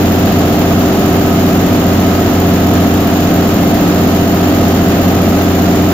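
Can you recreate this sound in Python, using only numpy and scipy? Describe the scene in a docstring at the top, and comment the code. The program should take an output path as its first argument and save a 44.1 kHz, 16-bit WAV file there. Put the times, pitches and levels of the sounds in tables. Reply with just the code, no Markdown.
"""Diesel generator in a shed

A six-cylinder diesel generator runs at governed speed in its shed, an arm's length away.
Sines at firing and shaft orders make a many-toned hum, and a repeated waveform makes the block growl
the same way every cycle. Shaped noise makes the fan and exhaust roar and the casing clatter; noise
bursts make the injectors and valve gear tick in a limping pattern of six."""
import sys
import numpy as np
from scipy.fft import rfft, irfft, next_fast_len
from scipy.io import wavfile
from scipy.ndimage import uniform_filter1d, minimum_filter1d, map_coordinates

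SR = 44100
rng = np.random.default_rng(int(sys.argv[2]) if len(sys.argv) > 2 else 0)


def unload_audio(sound):
    """Save the sound as a 16-bit wav file, at the path given as the first command line argument."""
    columns = np.transpose(np.atleast_2d(sound))
    # keep every value between -1 and 1, then stretch to whole-number steps
    steps = np.round(np.clip(columns, -1, 1) * 32767)
    wavfile.write(sys.argv[1], SR, steps.astype(np.int16))


N = 261513
CYLINDERS = 6
CYCLE_HZ = 14.915  # four-stroke cycles a second, two turns of the crank each


def amp(db):
    """Logarithmic level: decibels to amplitude gain."""
    return 10 ** (np.asarray(db) / 20)


def unit(x):
    """Power normalization: scale to rms 1."""
    return x / np.sqrt(np.mean(x ** 2) + 1e-20)


def along(points, hz):
    """Logarithmic interpolation: read (f/Hz, value) points on a log frequency axis."""
    f, v = np.transpose(points)
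    return np.interp(np.log(hz + 1), np.log(f + 1), v)


def wobble(rate):
    """Band-limited fluctuation: a smooth random curve with rate knots a second."""
    knots = rng.standard_normal(int(N * rate / SR) + 4)
    coarse = np.arange(0, N + 64, 64)
    curve = map_coordinates(knots, [coarse * rate / SR])
    return np.interp(np.arange(N), coarse, curve)


def filtered(x, response):
    """Linear filtering: multiply the spectrum of x by a response of frequency."""
    m = next_fast_len(N + SR // 4)
    hz = np.fft.rfftfreq(m, 1 / SR)
    return irfft(rfft(x, m) * response(hz), m)[..., :N]


# likeness of the sound at the two microphones: f/Hz, left-right correlation
LIKENESS = [(30, 0.85), (90, 1), (220, 0.99), (380, 0.92), (660, 0.85), (870, 0.44), (1200, 0.45),
            (1700, 0.13), (2400, 0.012), (9000, 0.3)]


def spread(hz):
    """Spatial coherence: angle (rad) between mid and side; bass is shared, treble is diffuse."""
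    return np.arccos(np.clip(along(LIKENESS, hz), -1, 1)) / 2


def rush(spectrum):
    """Coloured noise: random stereo sound of rms 1, so its spectrum sets only relative levels."""
    def mid_and_side(hz):
        return amp(along(spectrum, hz)) * [np.cos(spread(hz)), np.sin(spread(hz))]

    mid, side = filtered(rng.standard_normal((2, N)), mid_and_side)
    return unit(np.array([mid + side, mid - side]))


def crank(hunt=.002, shake=0.00048):
    """Phase modulation: engine cycles elapsed, as the governor hunts and no two cycles are quite alike."""
    steady = CYCLE_HZ * np.arange(N) / SR
    return steady + hunt * wobble(1.995) + shake * wobble(20)  # both depths in cycles


# roar of fan and exhaust: f/Hz, relative level per Hz/dB
ROAR_SPECTRUM = [(10, -21), (30, -23), (62, -14), (95, 0), (130, -7.5), (175, 1), (290, -1.5), (380, -7),
                 (490, -11), (680, -10), (1000, -23.5), (2500, -29.5), (7000, -37.5), (11000, -50)]


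def fan():
    """Broadband flow noise: cooling air and exhaust roar in the shed, swelling at random."""
    gusts = amp(1.3 * wobble(7))
    return amp(-14.5) * unit(rush(ROAR_SPECTRUM) * gusts)


# the block's many weak orders, before random scatter: f/Hz, rms level of each order/dB
BLOCK_ORDERS = [(15, -52), (30, -32.5), (75, -41.5), (140, -30), (300, -31), (420, -42), (600, -37.5),
                (780, -35), (880, -45), (1300, -46.5), (2000, -52), (3000, -62), (4000, -61)]


def growl(cycle, strong, count=270, size=8192):
    """Fourier synthesis: the block repeats one waveform, filling in the orders between the strong tones."""
    orders = np.arange(count)
    hz = orders * CYCLE_HZ
    taken = [0] + [round(multiple) for multiple, db in strong]
    weak = ~np.isin(orders, taken)
    level = weak * amp(along(BLOCK_ORDERS, hz) + 1.4 * rng.standard_normal(count))
    start = rng.uniform(0, 2 * np.pi, count)
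    # opposite phase shifts at the two microphones set their likeness
    angle = start + rng.choice([-1, 1], count) * spread(hz) * np.array([[1], [-1]])
    one_cycle = irfft(level * np.exp(1j * angle), size) * size / np.sqrt(2)
    place = np.arange(size) / size
    return np.array([np.interp(cycle % 1, place, port, period=1) for port in one_cycle])


def tones(cycle, table, waver, waver_rate):
    """Order synthesis: sines locked to the crank, each wavering on its own in the moving air."""
    out = np.zeros((2, N))
    for multiple, db in table:
        order = round(multiple)
        start = rng.uniform(0, 2 * np.pi)
        shift = rng.choice([-1, 1]) * spread(order * CYCLE_HZ)
        ports = np.exp(1j * (start + shift * np.array([[1], [-1]])))
        # the complex factor wavers both level and phase
        sway = 1 + waver * (wobble(waver_rate) + 1j * wobble(waver_rate))
        turning = np.exp(2j * np.pi * order * cycle)
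        out += np.sqrt(2) * amp(db) * (ports * sway * turning).real
    return out


# thin whine of the pump drive, before wavering: multiple of the cycle rate, rms level/dB
PUMP_WHINE = [(87, -40), (103, -44)]
MESH_ORDER = 28  # gear teeth that meet in one cycle
GEAR_FIRST_DB, GEAR_DB = -37.5, -48.5  # rms before wavering: lowest mesh overtone heard, each one above


def gear_series(order=3, count=5):
    """Gear-mesh harmonics: the timing gears sing from the given order upwards; the lowest stands out."""
    return [(MESH_ORDER * k, GEAR_FIRST_DB if k == order else GEAR_DB)
            for k in range(order, order + count)]


def whine(cycle, table):
    """Tonal excitation at tooth-meeting rates: gears and pump drive waver strongly."""
    return tones(cycle, table, waver=0.53, waver_rate=12)


# firing tone and overtones: level up to a knee, then falling away
FIRING_DB, FIRING_KNEE_HZ, FIRING_FALL_DB_PER_OCTAVE = -18, 171.7, 10.5


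def firing_series(count=9):
    """Harmonic series: the firing rate and its overtones, as (multiple of the cycle rate, level/dB)."""
    orders = CYLINDERS * np.arange(1, count + 1)
    octaves = np.log2(np.maximum(orders * CYCLE_HZ / FIRING_KNEE_HZ, 1))
    return list(zip(orders, FIRING_DB - FIRING_FALL_DB_PER_OCTAVE * octaves))


# shaft orders that frame and panels ring with, before wavering: multiple of the cycle rate, rms level/dB
PANEL_ORDERS = [(14, -21.5), (16, -26), (17, -19.5), (20, -18), (26, -21.5), (34, -30.5), (45, -28),
                (46, -30), (48, -31.5)]


def hum(cycle, table):
    """Forced vibration: firing and shaft orders drive frame and panels with nearly steady tones."""
    return tones(cycle, table, waver=.08, waver_rate=7)


# one tick for each cylinder: place in the cycle (0-1), relative sizzle level/dB, relative ring level/dB
CYLINDER_TICKS = [(.117, -2.5, 3.5), (.292, -3, 0), (.437, -5, 3), (.625, -19, -22), (.790, 1.5, 7.5),
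                  (.972, -4, 2)]


def blows(cycle, levels_db, attack, t60, scatter_db, between_db):
    """Impact envelope of rms 1: each cylinder's blow rises fast and dies away over a steady rattle."""
    power = np.full(N, amp(between_db) ** 2)
    for (place, _, _), db in zip(CYLINDER_TICKS, levels_db):
        turn, part = np.divmod(cycle - place + 2, 1)
        age = part / CYCLE_HZ  # s since this cylinder's last blow
        strength = amp(db + scatter_db * rng.standard_normal(size=128))[turn.astype(int)]
        rise = 1 - np.exp(-age / attack)
        decay = amp(-60 * age / t60)
        power += (strength * rise * decay) ** 2
    return unit(np.sqrt(power))


# combustion clatter of the casing: f/Hz, relative level per Hz/dB
CLATTER_SPECTRUM = [(200, -40), (450, -5), (680, 2), (900, -1.5), (1300, -3.5), (1750, -5), (2300, -9),
                    (2900, -7), (3600, -10), (5000, -13), (6400, -14), (7200, -11.5), (9500, -24.5),
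                    (11000, -30)]


def clatter(cycle, ignition_delay=0.0049):
    """Impulsive excitation: every firing rattles the casing, a moment (s) after its injector ticks."""
    late = cycle - ignition_delay * CYCLE_HZ
    firing = blows(late, np.zeros(len(CYLINDER_TICKS)),
                   attack=0.0012, t60=0.04, scatter_db=3.0, between_db=-0.5)
    return amp(-22.0) * firing * rush(CLATTER_SPECTRUM)


# steel ring of the ticks: f/Hz, relative level per Hz/dB
RING_SPECTRUM = [(1500, -21), (3000, -8), (4500, -4.5), (6300, -2.5), (7000, 8), (7500, -4), (9500, -8),
                 (11000, -33), (13000, -40)]
# sizzle of the ticks: f/Hz, relative level per Hz/dB
SIZZLE_SPECTRUM = [(6000, -60), (9000, -17), (10000, -12), (11000, -13), (12000, -4.5), (13000, 2),
                   (14200, 4.5), (15100, 2), (16000, -21)]


def injectors(cycle):
    """Impact radiation: steel ticks of uneven strength; their gritty sizzle beams at the left microphone."""
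    _, sizzle_db, ring_db = np.transpose(CYLINDER_TICKS)
    knocks = blows(cycle, ring_db, attack=0.0011, t60=0.071, scatter_db=1.0, between_db=-7.5)
    ring = knocks * rush(RING_SPECTRUM)
    strokes = blows(cycle, sizzle_db, attack=.0007, t60=.06, scatter_db=.7, between_db=-10)
    grit = amp(1.0 * wobble(500))
    sizzle = unit(strokes * grit * rush(SIZZLE_SPECTRUM))
    return amp(-34.5) * ring + amp([[-27.3], [-37.7]]) * sizzle  # sizzle gains: left, right


# balance of the two microphones: f/Hz, left minus right level/dB
BALANCE = [(200, 0), (380, 0.3), (700, -2), (1300, -2.5), (2400, -1), (4400, -0.9), (8000, 1)]


def placed(x, lead=.00007):
    """Interaural differences: the left microphone leads (lead in s); the right one hears more midrange."""
    side = np.array([[.5], [-.5]])

    def response(hz):
        return amp(side * along(BALANCE, hz)) * np.exp(2j * np.pi * hz * lead * side)

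    return filtered(x, response)


def scene():
    """Superposition: everything but the fan's roar keeps time with the crank."""
    cycle = crank()
    low = firing_series() + PANEL_ORDERS
    high = gear_series() + PUMP_WHINE
    background = fan() + growl(cycle, low + high)
    tonal = whine(cycle, high) + hum(cycle, low)
    return placed(background + tonal + clatter(cycle) + injectors(cycle))


# the recorder's deep treble notch: f/Hz, level/dB
TREBLE_NOTCH = [(7300, 0), (7550, -5), (7750, -22), (8150, -40), (8450, -20), (8800, -7), (9300, 0)]
TOP_HZ = 15780  # band limit


def record(dry, size=160):
    """Peak limiting and band limiting: a fast limiter (window in samples), then the recorder's treble notch."""
    ceiling = .94
    needed = np.minimum(1, ceiling / (np.abs(dry).max(axis=0) + 1e-9))
    gain = uniform_filter1d(minimum_filter1d(needed, size), size)
    return filtered(dry * gain, lambda hz: amp(along(TREBLE_NOTCH, hz)) * (hz < TOP_HZ))


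dry = scene()
out = record(dry)
unload_audio(out)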